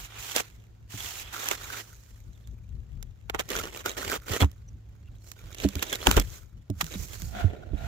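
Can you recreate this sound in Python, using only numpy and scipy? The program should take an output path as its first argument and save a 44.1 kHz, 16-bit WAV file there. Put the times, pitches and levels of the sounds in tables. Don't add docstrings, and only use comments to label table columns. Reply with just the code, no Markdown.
import sys
import numpy as np
from scipy import signal
from scipy.fft import rfft, irfft, next_fast_len
from scipy.io import wavfile
from scipy.ndimage import uniform_filter1d

SR = 44100
rng = np.random.default_rng(int(sys.argv[2]) if len(sys.argv) > 2 else 0)


def master(y):
    cut = np.clip(np.atleast_2d(y).T, -1, 1)
    pcm = np.round(cut * 32767)
    wavfile.write(sys.argv[1], SR, pcm.astype(np.int16))


N = 347059


def gain_of(db):
    return 10 ** (np.asarray(db) / 20)


def unit_rms(x):
    return x / np.sqrt(np.mean(x ** 2) + 1e-20)


def colour(x, points):
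    size = next_fast_len(x.shape[-1])
    f, db = np.transpose(points)
    bin_hz = np.fft.rfftfreq(size, 1 / SR)
    response = gain_of(np.interp(np.log(bin_hz + 1), np.log(f), db))
    return irfft(rfft(x, size) * response, size)[..., :x.shape[-1]]


def drift(hz):
    return unit_rms(signal.lfilter(*signal.butter(2, hz, fs=SR), rng.standard_normal(N + SR))[SR:])


def mic_gains(pan_db):
    return gain_of(np.outer([.5, -.5], pan_db))


def three_bands(x):
    low, low_mid = (colour(x, [(.8 * hz, 0), (1.25 * hz, -40)]) for hz in (800, 4700))
    bands = [(low, -3), (low_mid - low, -4), (x - low_mid, -6)]
    return [mic_gains(pan_db) * unit_rms(band) for band, pan_db in bands]


# t/s, length/s, first level/dB, last level/dB, material
STROKES = [(0, 0.069, -45, -55, "taut"), (0.068, 0.1, -55, -46, "slack"),
           (0.19, 0.14, -45.5, -42.5, "taut"), (0.351, 0.047, -34, -32.5, "crumpled"),
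           (0.901, 0.06, -54, -47, "taut"), (0.978, 0.25, -43.5, -45.5, "taut"),
           (1.232, 0.077, -51.5, -48, "slack"), (1.331, 0.22, -43, -39, "crumpled"),
           (1.574, 0.23, -50, -41.5, "crumpled"), (1.8, 0.79, -60, -87.5, "loose"),
           (3.426, 0.071, -67, -55, "seam"), (3.504, 0.11, -36.5, -41, "blade"),
           (3.638, 0.073, -41.5, -55.5, "blade"), (3.73, 0.08, -50, -43, "blade"),
           (3.858, 0.1, -34.5, -54.5, "blade"), (3.975, 0.081, -39, -41.5, "seam"),
           (4.079, 0.085, -38, -36.5, "seam"), (4.265, 0.037, -48.5, -40.5, "seam"),
           (4.311, 0.059, -37, -35.5, "seam"), (4.409, 0.05, -26, -54.5, "blade"),
           (5.211, 0.075, -75.5, -61.5, "wrap"), (5.36, 0.19, -61, -55, "flap"),
           (5.57, 0.082, -51.5, -37.5, "flap"), (5.674, 0.13, -51, -47, "flap"),
           (5.795, .165, -50.5, -38, "flap"), (5.966, 0.1, -52, -41.5, "seam"),
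           (6.061, 0.16, -33, -44.5, "seam"), (6.219, 0.14, -63.5, -55, "loose"),
           (6.813, 0.14, -53, -62.5, "loose"), (6.913, 0.043, -45.5, -42, "flap"),
           (6.961, 0.065, -57.5, -49.5, "wrap"), (7.097, 0.037, -58, -48, "loose"),
           (7.205, 0.12, -56, -62.5, "wrap"), (7.359, 0.048, -47, -45, "lifted"),
           (7.5, 0.44, -61.5, -77.5, "card"), (7.779, 0.09, -58, -48.5, "lifted")]
# panel share/dB, sizzle share/dB
MATERIALS = dict(taut=(-14, 2), slack=(-12, -7.5), crumpled=(-9, -0.44), loose=(-3.6, 5.3), blade=(0, -1.5),
             seam=(-0.8, -0.25), flap=(-1.6, -2.9), wrap=(-2.6, 7.1), card=(15.3, -31), lifted=(-5, -7.5))
RING_HZ = dict(taut=3090, slack=3340, crumpled=1430, loose=1380, blade=1260, seam=1282, flap=3350, wrap=5900, card=1500, lifted=1420)
REST_DB = -77.5
ATTACK_DB_PER_S, RELEASE_DB_PER_S = 1504.5, 908.5
SETTLE_DB, SETTLE_DB_PER_S = -21.5, 92
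SOFT, SOFT_PACE = ("slack", "loose", "wrap", "card", "lifted"), 0.23


def hand():
    t = np.arange(0, N + 64, 64) / SR
    rest = (0.022, N / SR, REST_DB, REST_DB, "seam")
    rows = [row[:4] + MATERIALS[row[4]] + (RING_HZ[row[4]],) for row in STROKES + [rest]]
    start, length, first_db, last_db, panel_db, sizzle_db, hz = np.transpose(rows)[:, :, None]
    pace = np.array([[SOFT_PACE if row[4] in SOFT else 1] for row in STROKES] + [[1]])
    before, after = np.maximum(start - t, 0), np.maximum(t - start - length, 0)
    held_db = first_db + (last_db - first_db) * np.clip((t - start) / length, 0, 1)
    tail_db = np.maximum(-pace * RELEASE_DB_PER_S * after, SETTLE_DB - SETTLE_DB_PER_S * after)
    power = gain_of(2 * (held_db - pace * ATTACK_DB_PER_S * before + tail_db))
    gains = [np.sqrt((power * gain_of(2 * share_db)).sum(0)) for share_db in (panel_db, 0, sizzle_db)]
    for kinds in [("lifted", "card"), ("blade", "seam", "flap")]:
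        chosen = [row[4] in kinds for row in STROKES] + [False]
        gains.append(np.sqrt(power[chosen].sum(0)))
    ring_hz = (power * hz).sum(0) / power.sum(0)
    return [np.interp(np.arange(N) / SR, t, curve) for curve in gains + [ring_hz]]


# f/Hz, level/dB
CRACKLE_SPECTRUM = [(88, -49), (150, -9.5), (386, 1), (881, -7.5), (1330, -7), (3420, -7), (4750, -10.5),
                    (5900, -6.5), (7220, -5.5), (8790, -16.5), (15300, -10), (16500, -38)]
SLIPS_PER_S = 1400
SMOOTH_GRIT, STICKY_GRIT = 0.42, 0.85


def slips(sticky):
    chance = SLIPS_PER_S * gain_of(5 * drift(45)) / SR
    sizes = gain_of(4.84 * np.minimum(rng.exponential(1, N), 4.6))
    impulses = sizes * (rng.random(N) < chance)
    spot = (5 * drift(6) + rng.uniform(0, 4, N)).astype(int) % 16
    t, clicks = np.arange(700) / SR, np.zeros((2, N))
    for k, hz in enumerate(rng.permutation(np.geomspace(1350, 7500, 16))):
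        ring = rng.standard_normal(700) * gain_of(-60 * t / 0.003)
        ring += 0.4 * np.sin(2 * np.pi * hz * t) * gain_of(-60 * t / 0.014)
        heard = signal.oaconvolve(impulses * (spot == k), ring)[:N]
        clicks += [np.roll(heard, rng.integers(-24, 30)), heard]
    grit = np.clip(SMOOTH_GRIT + (STICKY_GRIT - SMOOTH_GRIT) * sticky, 0, 1)
    swish = rng.standard_normal((2, N)) * gain_of(1.59 * drift(30))
    return colour(grit * unit_rms(clicks) + np.sqrt(1 - grit ** 2) * swish, CRACKLE_SPECTRUM)


def rasp(x, hz, width_hz=400):
    carrier = np.exp(2j * np.pi * np.cumsum(hz) / SR)
    pole = np.exp(-np.pi * width_hz / SR)
    return unit_rms((carrier * signal.lfilter([1 - pole], [1, -pole], x / carrier)).real)


# f/Hz, width/Hz, level/dB
FLAP_GAP = [(203, 23, 2), (709, 68, 6.5), (1405, 78, 0.5)]


def strokes():
    panel_gain, crackle_gain, sizzle_gain, hollow_gain, knife_gain, ring_hz = hand()
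    at_rest = np.sqrt(gain_of(REST_DB) / crackle_gain)
    rubbing = slips(sticky=np.maximum(at_rest, knife_gain / crackle_gain))
    panel, crackle, sizzle = three_bands(rubbing)
    wavering_hz = ring_hz * gain_of(drift(12))
    rings = sum(gain_of(db - (ratio - 1) * ring_hz / 300) * rasp(crackle + sizzle, ratio * wavering_hz)
                for ratio, db in [(1, -8), (1.5, -14.5), (2.6, -6.5)])
    hollow = sum(gain_of(db) * unit_rms(signal.lfilter(*signal.iirpeak(hz, hz / width, SR), rubbing))
                 for hz, width, db in FLAP_GAP)
    surface = panel_gain * panel + crackle_gain * (crackle + rings) + sizzle_gain * sizzle
    return surface + mic_gains(1.3) * hollow_gain * hollow


# t/s, level/dB, left over right/dB
GUSTS = [(0.0, -52.5, -2), (2.132, -48.5, 2.5), (2.988, -44, 9.5), (5.938, -48.5, -8), (6.17, -32, 7),
         (6.35, -52, 15), (6.89, -40, -8.5), (7.66, -41.5, -12.5), (7.85, -31.5, -13)]
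# f/Hz, level/dB
GUST_SPECTRUM = [(20, -28), (45, 2), (75, 0.5), (130, -9), (220, -22), (450, -38.5), (900, -81)]


def wind():
    shared, left, right = rng.standard_normal((3, N))
    air = colour(shared + 0.38 * np.array([left, right]), GUST_SPECTRUM) * gain_of(4.2 * drift(5.35))
    times, db, pan_db = np.transpose(GUSTS)
    t = np.arange(N) / SR
    return unit_rms(air) * gain_of(np.interp(t, times, db)) * mic_gains(np.interp(t, times, pan_db))


# f/Hz, level/dB
YARD_SPECTRUM = [(88, -27.5), (150, -6.5), (528, -18), (1380, -28), (7220, -36.5), (8620, -59),
                 (14700, -43), (16500, -65)]
HISS_DB, HUM_DB, HUM_HZ = -66, -52.5, 109


def yard():
    shared, left, right = rng.standard_normal((3, N))
    hiss = unit_rms(colour(.5 * shared + np.array([left, right]), YARD_SPECTRUM)) * gain_of(drift(2))
    hum_phase = 2 * np.pi * np.cumsum(HUM_HZ + 2 * drift(3.18)) / SR
    hum = np.sin(hum_phase) * gain_of(2 * drift(1.5))
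    return gain_of(HISS_DB) * hiss + gain_of(HUM_DB) * hum


# t/s, relative level/dB, panel share/dB, sizzle share/dB, t60/s
SNAPS = [(0.3625, -27, 2.5, 4.5, 0.028), (0.4017, -33, -0.5, -0.5, 0.046), (1.5128, -27.5, -3, -4, 0.059),
         (3.298, -29, -4.5, -11, 0.022), (3.3469, -29, -2, -14, 0.057), (3.3949, -27.5, -2.5, -5, 0.054),
         (4.4247, -24.5, -6, -20, 0.064), (5.8257, -27, -7, -1.5, 0.04), (6.07, -10, -7.5, -9, 0.016),
         (6.113, -16.5, -5.5, 0, 0.008), (6.168, -24, 5, -1, 0.03), (6.1751, -22.5, 3, -12.5, 0.062),
         (6.8112, -22.5, -20, -4.5, 0.027)]
# t/s, relative level/dB
CREASE_TICKS = [(1.442, -40.5), (1.4577, -44), (1.4867, -28.5), (2.474, -59), (3.0275, -46), (3.49, -43),
                (3.504, -36.5), (3.5927, -40), (3.629, -50), (3.7736, -45), (3.8602, -37.5), (3.9229, -56),
                (4.102, -42), (4.3196, -39), (4.5155, -57.5), (5.3168, -43.5), (5.547, -46.5), (5.574, -64),
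                (5.6883, -40), (5.7552, -39), (5.929, -34), (5.956, -39), (6.1983, -28.5), (6.701, -50),
                (6.8436, -42.5), (6.866, -45.5), (7.22, -43)]
# panel share/dB, sizzle share/dB, t60/s
TICK_TONE = (-8, 4.5, 0.013)


def snaps():
    t, out = np.arange(-1000, 3000) / SR, np.zeros((2, N + 4000))
    for start, db, panel_db, sizzle_db, t60 in SNAPS + [row + TICK_TONE for row in CREASE_TICKS]:
        left, right, clumps = rng.standard_normal((3, 4000))
        grit = gain_of(7.5 * np.tanh(unit_rms(uniform_filter1d(clumps, 30))))
        left[1020] = right[1010] = 6.8 / grit[1015]
        pair = grit * [left, 0.076 * np.roll(left, 10) + 1.18 * right]
        panel, crackle, sizzle = three_bands(colour(pair, CRACKLE_SPECTRUM))
        tilt = [(900, -.6 * sizzle_db), (4500, 0.67 * sizzle_db)]
        swell = gain_of(-60 * abs(t) / t60 * np.where(t > 0, 1, 1.8) - 8.8 * (t < 0))
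        crack = swell * (1 + 0.33 * np.exp(-abs(t - .0008) / 0.00056))
        parts = [(colour(crackle, tilt), crack, 0), (sizzle, crack, sizzle_db),
                 (panel, np.roll(swell, 60) ** 1.13, panel_db)]
        burst = sum(gain_of(share_db) * unit_rms(band * shape) * np.std(shape)
                    for band, shape, share_db in parts)
        out[:, round(start * SR) - 1000:][:, :4000] += gain_of(db + 5.5) * burst
    return out[:, :N]


# t/s, relative level/dB, boom f/Hz, hardness/dB, left over right/dB
KNOCKS = [(0.94, -38.5, 105, -4.5, 0), (4.306, -29, 88, -9.5, -4), (4.418, -16.5, 86, -2.5, -2.5),
          (4.44, -18, 71.2, -9.5, -3), (5.648, -24, 74, 9, -4.5), (5.758, -30, 77.5, -2.5, -1),
          (6.077, -21.5, 52.6, 1.5, 8.5), (6.165, -14.5, 56.2, -40, 1), (6.188, -17, 47.5, -10, -2),
          (6.699, -27.5, 99.5, 0, -4.5), (6.828, -36.5, 157, -14, 4), (6.953, -36.5, 188, -17, -2),
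          (7.221, -41.5, 152, -10, 4), (7.443, -19, 88.6, -15.5, -13), (7.733, -29, 52.6, -6, -14)]
# f/Hz, relative level/dB, t60/s
PANEL_MODES = [(197.8, 0.5, 0.12), (285.3, 8, 0.072), (337, 9.5, 0.032), (525, -4, 0.03),
               (619, -0.5, 0.036)]
BOOM_T60_S = 0.11


def knocks():
    t, out = np.arange(9000) / SR, np.zeros((2, N + 9000))
    lag = np.array([[.6], [0]])
    bent_time = t + 0.004 * (1 - np.exp(-t / 0.0025))
    attack = 1 - np.exp(-t / 0.005)
    rings = sum(gain_of(db - 60 * t / t60) * np.sin(2 * np.pi * hz * t - 0.73 * lag)
                for hz, db, t60 in PANEL_MODES)
    for start, db, hz, hard_db, pan_db in KNOCKS:
        boom = np.sin(2 * np.pi * hz * bent_time - lag) * gain_of(-60 * t / BOOM_T60_S)
        blow = (boom + gain_of(hard_db - 10.5) * rings) * attack
        out[:, round(start * SR):][:, :9000] += gain_of(db + 10.5) * mic_gains(pan_db) * blow
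    return out[:, :N]


# t/s, f/Hz, level/dB
CHIRPS = [(2.323, 4120, -65), (2.345, 3670, -63), (2.439, 3700, -66), (4.675, 6140, -52),
          (5.044, 2820, -65), (5.068, 2840, -57.5)]


def bird():
    t, out = np.arange(1100) / SR, np.zeros(N)
    for start, hz, db in CHIRPS:
        husk = 1 + unit_rms(uniform_filter1d(rng.standard_normal(len(t)), 100)) / 2
        whistle = np.sin(2 * np.pi * hz * (t - 1.2 * t ** 2))
        out[round(start * SR):][:len(t)] += gain_of(db) * np.hanning(len(t)) * husk * whistle
    return out


def scene():
    return strokes() + wind() + yard() + snaps() + knocks() + bird()


def record(dry):
    lowpass = signal.firwin(301, 16000, window=("kaiser", 10), fs=SR)
    return signal.oaconvolve(np.tanh(dry), lowpass[None], "same")


dry = scene()
out = record(dry)
master(out)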